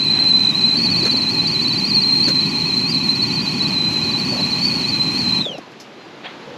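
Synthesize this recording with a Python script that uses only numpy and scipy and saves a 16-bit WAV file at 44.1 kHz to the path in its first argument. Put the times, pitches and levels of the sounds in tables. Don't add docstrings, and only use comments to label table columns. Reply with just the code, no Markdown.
import sys
import numpy as np
from scipy import signal
from scipy.fft import rfft, irfft, next_fast_len
from scipy.io import wavfile
from scipy.ndimage import map_coordinates

SR = 44100
rng = np.random.default_rng(int(sys.argv[2]) if len(sys.argv) > 2 else 0)


def dump_mix(stems):
    frames = np.atleast_2d(stems).T
    limited = np.clip(frames, -1, 1)
    pcm = np.round(limited * 32767).astype(np.int16)
    wavfile.write(sys.argv[1], SR, pcm)


N = 290040

# frequency in Hz, seconds to fade by 60 dB.
CABIN_DECAY = [(200, 0.04), (4000, 0.077), (12000, 0.02)]
# frequency in Hz, relative level in dB.
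WATER_TONE = [(25, -38), (60, -21.5), (140, -1.5), (320, 5), (520, -1), (800, -2), (1000, -4), (1300, -6.5),
              (2600, -9), (4200, -13), (5500, -21), (7000, -26), (8000, -37.5), (9400, -42.5), (11400, -36),
              (12700, -54)]
SPUTTER_TONE = [(40, -40.5), (200, -23), (500, 10.5), (900, -8), (1600, 2.5), (2500, -2), (4500, -8),
                (6600, -2), (8000, -19), (13000, -25)]
SLEEVE_TONE = [(40, -45), (300, -13), (700, 9), (1200, 2), (2000, 7), (3400, 3.5), (4300, 1), (5200, -18),
               (12000, -44)]
RUB_TONE = [(30, -35), (130, 3), (260, -16), (500, 13), (650, -3), (900, -14), (2000, -29), (6000, -52)]
TICK_TONE = [(1500, -22), (4000, 4), (5200, 9), (7500, -6), (9000, -19), (11500, -8), (14000, -30)]
FLAME_TONE = [(25, -53), (45, -46), (62, -23.5), (90, -10), (150, 0.5), (250, 0.5), (310, -5.5), (380, -8),
              (450, -22.5), (700, -25.5), (1150, -33), (1450, -40.5), (3300, -26.5), (5000, -68)]
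STEAM_TONE = [(1500, -7), (2900, 6.5), (3150, 2.5), (3470, -5), (3750, 0.5), (4800, 1), (6300, -1),
              (7700, -8), (8500, -14.5), (8800, -51), (9500, -20.5), (11500, -10.5), (12100, -30),
              (12700, -19.5)]
# time in seconds, level in dB.
SIMMER_LEVEL = [(0, -38.5), (.9, -35.5), (2.2, -42), (3.2, -43.5), (3.7, -36), (5.3, -36.5), (5.75, -40.5),
                (6.15, -39), (6.4, -36.5)]
RUB_LEVEL = [(0, -90), (6.44, -93), (6.465, -35), (6.58, -39)]
BURNER_LEVEL = [(0, -26.5), (.6, -26.5), (1.0, -24.5), (1.2, -25.5), (4.35, -25), (4.65, -25.5),
                (5.415, -25), (5.45, -38.5), (5.58, -43.5), (5.66, -53), (6.58, -92)]
STEAM_LEVEL = [(0, -39), (.8, -36), (3.5, -36.5), (4.6, -35), (5.36, -35.5), (5.45, -44), (5.55, -55),
               (5.65, -60), (6.58, -71)]
# middle in seconds, half-length in seconds, level in dB.
BOIL_SPUTTERS = [(1.066, .012, -24.5), (2.291, .012, -24)]
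SLEEVE_BRUSHES = [(.195, 0.067, -33), (6.256, 0.01, -33.5), (6.29, 0.035, -38)]
# start in seconds, level in dB, seconds to fade by 60 dB.
SHARP_TICKS = [(2.289, -19, 0.028), (5.58, -34, 0.04), (5.715, -47, .08), (5.799, -35.5, 0.14)]
# middle in seconds, half-length in seconds,
# pitch in Hz, slide in Hz per second, level in dB.
FAINT_CHIRPS = [(5.415, 0.0065, 3650, 11, -24), (5.554, 0.019, 4000, -3500, -40),
                (5.63, 0.032, 1055, -1500, -45), (5.63, .02, 4270, -4000, -52),
                (6.015, .02, 4130, 1000, -47), (6.05, .015, 4840, -4000, -52),
                (6.27, 0.0042, 3310, 6000, -30)]
# pitch in Hz, width in Hz, relative dB.
BURNER_NOTES = [(849, 50.5, -4), (1006, 53, -6), (1124, 57, -6.5), (1437, 32, -11.5), (1773, 57, -16),
                (1945, 57, -9), (2468, 107, 0), (2590, 66, -2.5), (3100, 103, -10.5)]
# middle in seconds, half-length in seconds,
# pitch in Hz, level in dB.
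FLAME_FLAPS = [(1.034, 0.0032, 337, -18), (1.061, 0.0027, 417, -18.5), (1.142, 0.0041, 502, -29.5),
               (2.28, 0.0057, 300, -20.5), (4.333, 0.0075, 514, -29.5), (4.358, 0.0066, 550, -31),
               (4.399, 0.009, 593, -28), (5.468, 0.0061, 514, -26), (5.507, 0.018, 518, -32.5),
               (5.549, 0.01, 604, -30), (5.586, 0.0047, 560, -28.5), (5.587, 0.0046, 250, -31)]
# time in seconds, resting pitch in Hz,
# whistle level in dB, rough height of the small surges in Hz.
WHISTLE_COURSE = [(0, 4030, -16.5, 210), (.48, 4008, -16, 170), (.73, 4043, -17.5, 151),
                  (.8, 4132, -17, 428), (1.15, 4054, -18, 396), (1.4, 4057, -20, 440),
                  (1.85, 4098, -20, 400), (1.92, 4132, -14.5, 171), (2.2, 4133, -15.5, 110),
                  (2.55, 4109, -20, 190), (2.8, 4110, -20, 200), (3.15, 4053, -22, 200),
                  (3.45, 4084, -22, 360), (3.87, 4053, -20, 69.5), (4.07, 4055, -23, 320),
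                  (4.7, 4120, -21, 330), (5.0, 4065, -21.3, 169.7), (5.4, 4037, -19, 90.3)]
# middle in seconds, pitch change in Hz,
# half-length in seconds, level change in dB.
BIG_SURGES = [(0.529, -260, .011, -13.5), (0.777, 450, 0.0071, 1.5), (0.833, 422, .011, 0.5),
              (0.918, 402, .012, -1), (0.982, 398, .012, -3), (1.119, 479.5, 0.0075, -2.5),
              (1.317, 351, .016, -2.5), (1.522, 350, .012, -2), (1.889, 600.5, .012, -8),
              (1.945, 390, .007, -3), (2.023, 311, 0.00683, -3.5), (2.252, 332, .012, -1),
              (2.503, 280, .012, -7), (2.902, 680, .013, -2.5), (3.279, 459, .009, -3),
              (3.338, 400, 0.014, 1), (3.436, 599, .013, -9), (3.548, 391, .016, -4),
              (3.683, 480, .008, -6), (4.311, 379.5, .03, 0), (4.659, 419.5, .03, 3),
              (4.751, 299, .025, 1.5), (4.892, 332, .013, 1.5), (5.188, 260, .03, -0.5),
              (5.436, 130, 0.0086, -10)]
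FLARE_TIMES = [1.685, 2.775, 2.944, 3.1, 3.24, 5.025]
# its pitch in Hz, level in dB against the main note.
OVERTONE_LEVEL = [(5200, -7), (6400, -26), (7500, -25), (8050, -36.5), (8350, -33.5)]
# frequency in Hz, level change in dB.
MIC_TONE = [(8800, 0), (8930, -3), (9020, -22), (9110, -6), (9300, 0),
            (12700, 0), (13700, -15), (14100, -28)]


def amp(db):
    return 10 ** (np.asarray(db) / 20)


def unit(x):
    return x / np.sqrt(np.mean(x ** 2) + 1e-20)


def clock():
    return np.arange(N) / SR


def along(rows, hz):
    freqs, values = np.transpose(rows)
    return np.interp(np.log(hz + 1), np.log(freqs + 1), values)


def curve(rows):
    return np.interp(clock(), *np.transpose(rows))


def swell(middle, half):
    return np.exp(-.5 * np.minimum(((clock() - middle) / half) ** 2, 100))


def wobble(rate):
    return unit(map_coordinates(rng.standard_normal(N // 10), [clock() * rate + 2], mode="wrap"))


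def filtered(x, response):
    size = next_fast_len(N + SR // 4)
    return irfft(rfft(x, size) * response(np.fft.rfftfreq(size, 1 / SR)), size)[:N]


def rush(tone, strength=1):
    return unit(filtered(strength * rng.standard_normal(N), lambda hz: amp(along(tone, hz))))


def puffs(rows, tone, grain_db):
    level = sum(amp(db) * swell(s, half) for s, half, db in rows)
    return level * unit(amp(grain_db * wobble(400)) * rush(tone))


def cabin(x, echo_s=.0069, echo_gain=.47, tail_db=-12):
    echo = np.pad(x, (round(echo_s * SR), 0))[:N]
    hz, t, noise = signal.stft(rng.standard_normal(SR // 6), SR, nperseg=256)
    tail = signal.istft(noise * amp(-60 * t / along(CABIN_DECAY, hz)[:, None]), SR, nperseg=256)[1]
    ring = signal.fftconvolve(x, tail / np.linalg.norm(tail))[:N]
    return x + echo_gain * echo + amp(tail_db) * ring


def simmer(bubble_db=.5):
    return amp(curve(SIMMER_LEVEL)) * rush(WATER_TONE, amp(bubble_db * wobble(300)))


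def hand():
    return puffs(SLEEVE_BRUSHES, SLEEVE_TONE, grain_db=2) + amp(curve(RUB_LEVEL)) * rush(RUB_TONE)


def sharp_ticks(rise_s=.0018):
    level = np.zeros(N)
    for start, db, fade_s in SHARP_TICKS:
        age = np.maximum(clock() - start, 0)
        level += (1 - np.exp(-age / rise_s)) * amp(db - 60 * age / fade_s)
    return level * rush(TICK_TONE)


def chirps(waver_hz=34.6):
    drift = 2 * np.pi * np.cumsum(waver_hz * wobble(180)) / SR
    sound = np.zeros(N)
    for middle, half, hz, slide, db in FAINT_CHIRPS:
        t = clock() - middle
        sound += amp(db) * swell(middle, half) * np.sin(2 * np.pi * (hz + slide * t / 2) * t + drift)
    return sound


def burner(ring_db=-7, ring_growth=.24, flicker_db=.47):
    def body(hz):
        return sum((-1) ** k * amp(db) * 1j * hz * width / (pitch ** 2 - hz ** 2 + 1j * hz * width)
                   for k, (pitch, width, db) in enumerate(BURNER_NOTES))

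    gas_db = curve(BURNER_LEVEL)
    extra_gas_db = np.clip(gas_db - np.median(gas_db), -3, 3)
    ring = amp(ring_db + ring_growth * extra_gas_db) * unit(filtered(rng.standard_normal(N), body))
    roar = amp(flicker_db * wobble(25)) * rush(FLAME_TONE)
    return amp(gas_db) * (roar + ring)


def flame_flaps(pitch_scatter=.18, flicker_db=1.5):
    uneven_time = np.cumsum(np.exp(pitch_scatter * wobble(450))) / SR
    flaps = sum(amp(db) * swell(s, half) * np.sin(2 * np.pi * hz * uneven_time)
                for s, half, hz, db in FLAME_FLAPS)
    return np.sqrt(2) * flaps * amp(flicker_db * wobble(200))


def steam_hiss(pipe_hz=250, ripple_db=3, flicker_db=.86):
    jet = filtered(rush(STEAM_TONE), lambda hz: amp(-ripple_db * np.cos(np.pi * hz / pipe_hz)))
    return amp(curve(STEAM_LEVEL) + flicker_db * wobble(60)) * unit(jet)


def surges(height_hz, per_second=20, unevenness=.33):
    sizes = rng.uniform(.1, 1.3, 1000)
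    count = np.cumsum(per_second * np.exp(unevenness * wobble(20))) / SR
    small_hz = height_hz * sizes[count.astype(int)] * np.sin(np.pi * count) ** 4
    big_shapes = np.array([swell(s, half) for s, _, half, _ in BIG_SURGES])
    big_hz = np.array([hz for _, hz, _, _ in BIG_SURGES])
    return small_hz * np.clip(1 - big_shapes.sum(0), 0, 1) + big_hz @ big_shapes


def warble(roughness, swing_hz=66, shake_hz=27, jitter_hz=44):
    swings_per_s = 32 + 9 * wobble(25)
    swing = swing_hz * np.sin(2 * np.pi * np.cumsum(swings_per_s) / SR)
    swing += roughness * shake_hz * wobble(140)
    swing = np.maximum(swing, .55 * swing)
    return swing + roughness * jitter_hz * wobble(500)


def whistle(blown_hz, rest_db, gas_off_s=5.405, sink_s=.38, fade_s=.24):
    cooling_s = np.maximum(clock() - gas_off_s, 0)
    fade_db = -60 * (cooling_s / fade_s) ** 2
    note_hz = blown_hz * np.exp(-cooling_s / sink_s)
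    surge_db = sum(db * swell(s, half) for s, _, half, db in BIG_SURGES)
    flare_db = 6 * sum(swell(s, half=.009) for s in FLARE_TIMES)
    level_db = rest_db + surge_db + flare_db + .84 * wobble(35)
    usual_hz, usual_db = 4080, -19
    roughness = np.clip(1 + (note_hz - usual_hz) / 400 - (level_db - usual_db) / 13, .6, 1.7)
    phase = 2 * np.pi * np.cumsum(note_hz + warble(roughness)) / SR
    rasp_db = 1.2 * roughness * wobble(330)
    strength = amp(rasp_db + fade_db)
    main_note = unit(cabin(strength * np.sin(phase)))
    overtone = unit(cabin(strength * np.sin(2 * phase)))
    return amp(level_db) * (main_note + amp(along(OVERTONE_LEVEL, 2 * note_hz)) * overtone)


def spout(hiss_db_per_hz=.0034):
    times, *columns = np.transpose(WHISTLE_COURSE)
    rest_hz, rest_db, height_hz = (np.interp(clock(), times, column) for column in columns)
    rise_hz = surges(height_hz)
    hiss = amp(hiss_db_per_hz * rise_hz) * steam_hiss()
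    return hiss + whistle(rest_hz + rise_hz, rest_db)


def scene():
    water = simmer() + puffs(BOIL_SPUTTERS, SPUTTER_TONE, grain_db=4.5)
    flame = burner() + flame_flaps()
    return (water + flame + sharp_ticks() + hand() + spout() + chirps())[None]


def record(dry, top_hz=14100):
    return filtered(dry[0], lambda hz: amp(along(MIC_TONE, hz)) * (hz < top_hz))[None]


dry = scene()
out = record(dry)
dump_mix(out)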